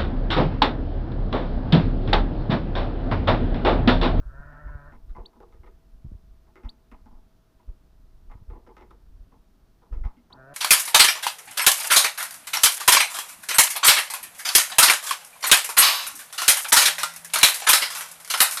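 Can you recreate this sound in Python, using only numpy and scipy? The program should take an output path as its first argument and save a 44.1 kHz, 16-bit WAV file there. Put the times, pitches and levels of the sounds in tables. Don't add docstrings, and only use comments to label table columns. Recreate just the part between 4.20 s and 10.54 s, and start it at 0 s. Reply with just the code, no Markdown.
import sys
import numpy as np
from scipy import signal
from scipy.fft import rfft, irfft
from scipy.io import wavfile

SR = 44100
rng = np.random.default_rng(int(sys.argv[2]) if len(sys.argv) > 2 else 0)


def unload_wav(signal):
    wavfile.write(
        sys.argv[1],
        SR,
        np.round(np.clip(np.atleast_2d(signal).T, -1, 1) * 32767).astype(np.int16),
    )


N = 279594
TIME = np.arange(N) / SR


def amp(db):
    return 10 ** (np.asarray(db) / 20)


def rms_one(x):
    return x / np.sqrt(np.mean(x ** 2) + 1e-20)


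def columns(rows, t):
    start, *rest = np.transpose(rows)
    return [np.interp(t, start, column) for column in rest]


def drift(rate_hz, size):
    r = np.exp(-2 * np.pi * rate_hz / SR)
    settle = 20000
    noise = rng.standard_normal(size + settle)
    return rms_one(signal.lfilter([1], [1, -2 * r, r * r], noise)[settle:])


def resonate(x, hz, width_hz):
    r = np.exp(-np.pi * width_hz / SR)
    zeros = np.array([1, 0, -1]) * (1 - r * r) / 2
    poles = [1, -2 * r * np.cos(2 * np.pi * hz / SR), r * r]
    return signal.lfilter(zeros, poles, x)


def coloured(spectrum):
    hz = np.maximum(np.fft.rfftfreq(N, 1 / SR), 1)
    table_hz, table_db = np.transpose(spectrum)
    gain = amp(np.interp(np.log(hz), np.log(table_hz), table_db))
    return rms_one(irfft(rfft(rng.standard_normal(N)) * gain, N))


# [dB per Hz, relative]
AIR_SPECTRUM = [(71, -35), (120, -2.5), (235, 0), (398, -3.5), (530, -11.5), (649, -11), (719, -10),
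                (1320, -13), (2160, -21.5), (3890, -21.5), (5610, -23), (7450, -29), (15500, -27)]
AIR_DB = -68


def air():
    return amp(AIR_DB) * coloured(AIR_SPECTRUM)


# start_s [s], pitch_hz [Hz], level_db [dB rms]
FAINT_TONE = [(0, 649.5, -74.5), (1.5, 658.3, -76), (4, 641, -79.5), (4.6, 655.6, -83), (6.34, 642, -86)]


def faint_tone():
    pitch_hz, level_db = columns(FAINT_TONE, TIME)
    phase = 2 * np.pi * np.cumsum(pitch_hz) / SR
    return np.sqrt(2) * amp(level_db + 0.25 * drift(11, N)) * np.sin(phase)


# [dB, before the lumps]
WIND_LEVEL = [(0.0, -35.5), (0.56, -50), (0.88, -41), (1.08, -60), (1.34, -46), (1.6, -55), (1.91, -48.5),
              (2.17, -47.5), (2.42, -63.5), (2.9, -49.5), (3.25, -60.5), (3.62, -55), (3.89, -48),
              (4.31, -47.5), (4.5, -54), (4.96, -48), (5.35, -59), (6.34, -58)]
# [dB per Hz, relative]
RUMBLE_SPECTRUM = [(15, 9), (30, 9), (50, 7), (80, -3), (120, -13.5), (200, -61.5)]
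FLUTTER_DB, FLUTTER_FOLLOWS = -68.5, 0.24


def wind():
    rumble_db, = columns(WIND_LEVEL, TIME)
    flutter_db = FLUTTER_DB + FLUTTER_FOLLOWS * (rumble_db - rumble_db.mean())
    rumble = coloured(RUMBLE_SPECTRUM)
    flutter = resonate(rng.standard_normal(N), 110, 110)
    flutter = rms_one(resonate(flutter, 110, 200))
    lumps = amp(1.7 * drift(31.5, N))
    return lumps * (amp(rumble_db) * rumble + amp(flutter_db) * flutter)


# [ms, time scale]
EDDIES = [(0.113, -37, 13), (0.206, -36, 3.2), (0.287, -42, 9.9), (0.467, -26.5, 9.5), (0.485, -31, 14),
          (0.505, -29.5, 10.5), (0.556, -27.5, 6.5), (0.909, -26, 15.3), (0.985, -39, 4),
          (1.009, -30.5, 11.7), (1.405, -38, 8.3), (1.741, -36.5, 15.5), (1.851, -29.5, 3.7),
          (1.866, -32, 4), (1.885, -34, 15.5), (1.919, -37, 2.2), (1.931, -31.5, 8), (1.954, -33, 6.3),
          (2.461, -24.5, 10.1), (2.743, -37.5, 14), (2.957, -37.5, 16.6), (3.495, -26, 10.4),
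          (4.091, -40.5, 13.6), (4.156, -36, 4.8), (4.223, -39, 4.4), (4.296, -33.5, 8.7),
          (4.324, -32, 7.3), (4.35, -36, 10), (4.956, -36.5, 10.5), (5.01, -36, 11), (5.732, -20.5, 10.9),
          (5.775, -21.5, 12), (5.817, -21, 13), (5.861, -17, 9.5)]
TEAR_DB, TEAR_DB_PER_MS = -28.5, -0.51


def eddies():
    out = np.zeros(N)
    tearing = resonate(rng.standard_normal(N), 135, 270)
    tearing = rms_one(resonate(tearing, 120, 280))
    for centre_s, depth_db, width_ms in EDDIES:
        u = (TIME - centre_s) / (width_ms / 1000)
        pressure = -np.exp(-(u / 0.4) ** 2)
        pressure += 0.52 * np.exp(-((u + 1.0) / 0.51) ** 2)
        pressure += 0.55 * np.exp(-((u - 1.4) / 0.8) ** 2)
        tear_gain = amp(TEAR_DB + TEAR_DB_PER_MS * width_ms)
        out += amp(depth_db) * (pressure + tear_gain * tearing * np.exp(-(u / 2.0) ** 2))
    return out


def add(out, start_s, x):
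    i = round(start_s * SR)
    out[i:i + len(x)] += x[:N - i]


# start_s [s], pitch_hz [Hz], level_db [dB, upper throat], noise_share [0-1]
BLEATS = [
    [(0.004, 114.7, -63, .5), (0.06, 126.2, -61, 0.7), (0.148, 135.4, -54, 0.23), (0.24, 144.7, -52.5, 0.4),
     (0.43, 148.6, -53.5, 0.46), (0.55, 145.3, -52, 0.03), (0.6, 141.7, -52.5, 0.2),
     (0.675, 146.5, -54.5, 0.39), (0.72, 141, -57, 0.5), (0.77, 140.5, -73, 0.53)],
    [(6.1, 117.8, -92, 1), (6.14, 125.2, -65, 0.94), (6.196, 130.9, -55.5, 0.12), (6.26, 134, -55, 0),
     (6.295, 142, -53, 0.3), (6.34, 145.7, -50, 0.15)],
]
LOW_THROAT_DB = [-5, 1]
# [dB, within its group]
THROAT = [(326, 205, -9), (611, 118, 0), (937, 220, 1), (1334, 200, 4.5), (1500, 210, 6), (1812, 124, 5.5),
          (2200, 260, -13)]
FUNDAMENTAL_DB = -1
OPEN_HZ, TOP_DB, TOP_DB_PER_HZ = 151, 1, 0.57


def bleat(rows, low_db):
    t = np.arange(rows[0][0], rows[-1][0], 1 / SR)
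    pitch_hz, level_db, noise_share = columns(rows, t)
    noise_share = np.clip(noise_share, 0, 1)
    unsteady_hz = pitch_hz * (1 + 0.01 * drift(33, len(t)))
    phase = 2 * np.pi * np.cumsum(unsteady_hz) / SR
    pulses = sum(amp(3.2 * drift(12, len(t))) * np.cos(k * phase) for k in range(2, 20))
    breath = rng.standard_normal(len(t)) * (1 + 0.22 * np.cos(phase))
    breath = signal.sosfilt(signal.butter(2, 2800, fs=SR, output="sos"), breath)
    source = np.sqrt(1 - noise_share) * rms_one(pulses) + np.sqrt(noise_share) * rms_one(breath)

    bands = []
    for hz, width_hz, band_db in THROAT:
        band = resonate(resonate(source, hz, width_hz), hz, 1.37 * width_hz)
        bands.append(amp(band_db) * band)
    low = rms_one(bands[0] + bands[1])
    top_gain = amp(TOP_DB + TOP_DB_PER_HZ * (pitch_hz - OPEN_HZ))
    high = rms_one(bands[2] - bands[3] + bands[4] - top_gain * (bands[5] - bands[6]))
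    fundamental = amp(FUNDAMENTAL_DB) * np.sqrt(2) * np.sin(phase)
    fade = np.clip(np.minimum(t - t[0] + 0.009, t[-1] - t + 0.011) / 0.023, 0, 1)
    return fade * amp(level_db) * (high + amp(low_db) * low + fundamental)


def bleats():
    out = np.zeros(N)
    for rows, low_db in zip(BLEATS, LOW_THROAT_DB):
        add(out, rows[0][0], bleat(rows, low_db))
    return out


# start_s [s], peak_db [dB, before the waver], pitch_factor [ratio]
CHIRPS = [(1.052, -39.5, 1.0), (2.4855, -37, 1.015), (6.121, -41.5, 1.012)]
# time_ms [ms], pitch_hz [Hz, before pitch_factor], level_db [dB against the peak]
CHIRP_SHAPE = [(0, 2400, -28), (2, 2900, -21), (5, 3330, -14), (7.5, 3700, 0), (10, 4200, -3),
               (12.5, 4530, -7), (17.5, 4500, -13), (19, 4450, -35)]
OVERTONES_DB = [-30, -38]
# [dB against the chirp, before the wander]
CHIRP_TAIL = [(11, -30), (17, -31), (24, -33), (33, -36)]


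def chirps():
    out = np.zeros(N)
    t = TIME[:int(CHIRP_SHAPE[-1][0] * SR / 1000)]
    pitch_hz, shape_db = columns(CHIRP_SHAPE, t * 1000)
    for start_s, peak_db, pitch_factor in CHIRPS:
        phase = 2 * np.pi * np.cumsum(pitch_hz * pitch_factor) / SR
        whistle = np.sin(phase)
        for partial, overtone_db in enumerate(OVERTONES_DB, start=2):
            whistle += amp(overtone_db) * np.sin(partial * phase)
        whistle *= amp(peak_db + shape_db + 1.6 * drift(130, len(t)))
        add(out, start_s, whistle)
        for delay_ms, tail_db in CHIRP_TAIL:
            add(out, start_s + delay_ms / 1000, whistle * amp(tail_db) * drift(270, len(t)))
    return out


BLOW = 16.3


def rattle(size):
    contacts = (rng.random(size) < 700 / SR) * rng.uniform(-1, 1, size)
    rough = rms_one(rms_one(contacts) + 0.58 * rng.standard_normal(size))
    drive = rough * amp(1.82 * drift(50, size))
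    drive[0] = BLOW
    return drive


# thud_db [dB], box_db [dB], hardness_db [dB, drives the wall], rim_db [dB]
KNOCKS = [(0.324, -54.5, -1.5, -8, -9, -15), (0.477, -56, -21, -16, -11, -13),
          (0.722, -54, -2.5, -6.5, -7, -8.5), (0.895, -81.5, 16, 0, 13, 5),
          (0.95, -53, 2.5, -7, -11.5, -11.5), (0.964, -43.5, -6, -12, -15, -27),
          (0.984, -52.5, -25, 3.5, -14, -16), (1.13, -64, -11, -10, -6, -13), (1.152, -65, 7, -8, -11, -30),
          (1.203, -50.5, -20, 1, -9, -15), (1.225, -56.5, -20, -6, -7, -23), (1.324, -65, -5, 6, 0.5, -3.5),
          (1.433, -58.5, -10, 2, -4, -5), (1.463, -62.5, -5, 5, -1, 0), (2.269, -65, -25, -8.5, -7, -17),
          (2.356, -55, -9, 4.5, -1, -3.5), (2.434, -57.5, 6.5, -18, -6, -8),
          (2.448, -54, -8.5, -14, -5, -8.5), (2.715, -53.5, -1, -10, -5, -6.5),
          (2.858, -56, 0.5, -13, -8.5, -17), (2.909, -60.5, 1.5, -11, -10, -29),
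          (2.95, -64, -12, -13, -8, -24), (3.397, -65.5, -1, -4, -10, -14), (3.481, -78, 1, 7, 2, -5),
          (4.098, -54.5, -12.5, -12, -20, -14), (4.114, -54, -22, -12, -5.5, -6.5),
          (4.3, -53.5, -1, 0, -5.5, -10.5), (4.33, -51.5, -17, -2, -22, -20),
          (4.354, -54.5, -7, 0, -17, -20), (4.465, -59.5, -4, 3, -3, -11.5),
          (4.489, -54, -16, -5, -16, -19), (4.567, -51.5, -6, -1.5, -0.5, -7),
          (4.61, -53.5, -11, 1, -3, -5.5), (4.707, -58, -31, 0, -0.5, -9), (5.12, -59, -0.5, -7, -10, -16),
          (5.619, -61.5, -5.5, -3, -5.5, -19), (5.65, -63, -12, -11, -16, -26),
          (5.725, -58, -15, 1, -0.5, -5), (5.736, -64.5, 1, -1.5, 4, -1),
          (5.837, -50.5, -1, -18, -5.5, -7.5), (5.85, -50, -7, -16, -4, -12.5),
          (5.876, -56.5, -9, -14, -7, -18), (5.969, -77, 18.5, 4, -0.5, 8),
          (6.102, -55.5, -7, -13, -6, -16), (6.129, -53, -6, -13, -16, -26)]
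# [dB, before a random spread]
BOARDS = [
    [(232.5, 55, -5.5)],
    [(358.3, 75, -5.5), (455, 38, -10)],
    [(672, 83, -15.5), (877.4, 63, -8), (970, 91, -7.5), (1124, 113, -11)],
    [(1249, 84, -8.5), (1308, 190, -8.5)],
    [(1897, 100, -13.5), (2085, 180, -7.5), (2540, 490, -12)],
    [(3670, 700, -3.5), (4930, 1600, -5), (8800, 6000, -11)],
]
RATTLE_S, KNOCK_T60_S = 0.011, 0.16
TAIL_DB, TAIL_T60_S = -18, 0.74
CRACK_DB, CRACK_FOLLOWS = -16.5, 1.28


def knocks():
    out = np.zeros(N)
    t = TIME[:int(0.35 * SR)]
    for start_s, level_db, thud_db, box_db, hardness_db, rim_db in KNOCKS:
        crack_db = CRACK_DB + CRACK_FOLLOWS * hardness_db
        parts_db = level_db + np.array([thud_db, box_db, 0, hardness_db, rim_db, crack_db])
        contacts = rattle(len(t))
        for part_db, modes in zip(parts_db, BOARDS):
            for hz, width_hz, mode_db in modes:
                time_scale = (1000 / hz) ** 0.3
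                after_hold = np.maximum(t - RATTLE_S * time_scale, 0)
                dying = amp(-60 * after_hold / (KNOCK_T60_S * time_scale))
                tail = amp(TAIL_DB - 60 * t / (TAIL_T60_S * time_scale))
                ring = resonate(contacts * (dying + tail), hz, width_hz) * np.sqrt(SR / width_hz)
                for _ in range(2):
                    ring = resonate(ring, hz, 3.15 * width_hz)
                add(out, start_s, amp(part_db + mode_db + rng.normal(0, 1.5)) * ring)
    return out


def scene():
    out = air() + faint_tone() + wind() + eddies() + bleats() + chirps() + knocks()
    return out[None]


CUTOFF_HZ = 15950


def record(dry):
    x = signal.sosfilt(signal.butter(1, 12, "high", fs=SR, output="sos"), dry)
    return signal.sosfilt(signal.cheby2(16, 60, CUTOFF_HZ, fs=SR, output="sos"), x)


dry = scene()
out = record(dry)
unload_wav(out)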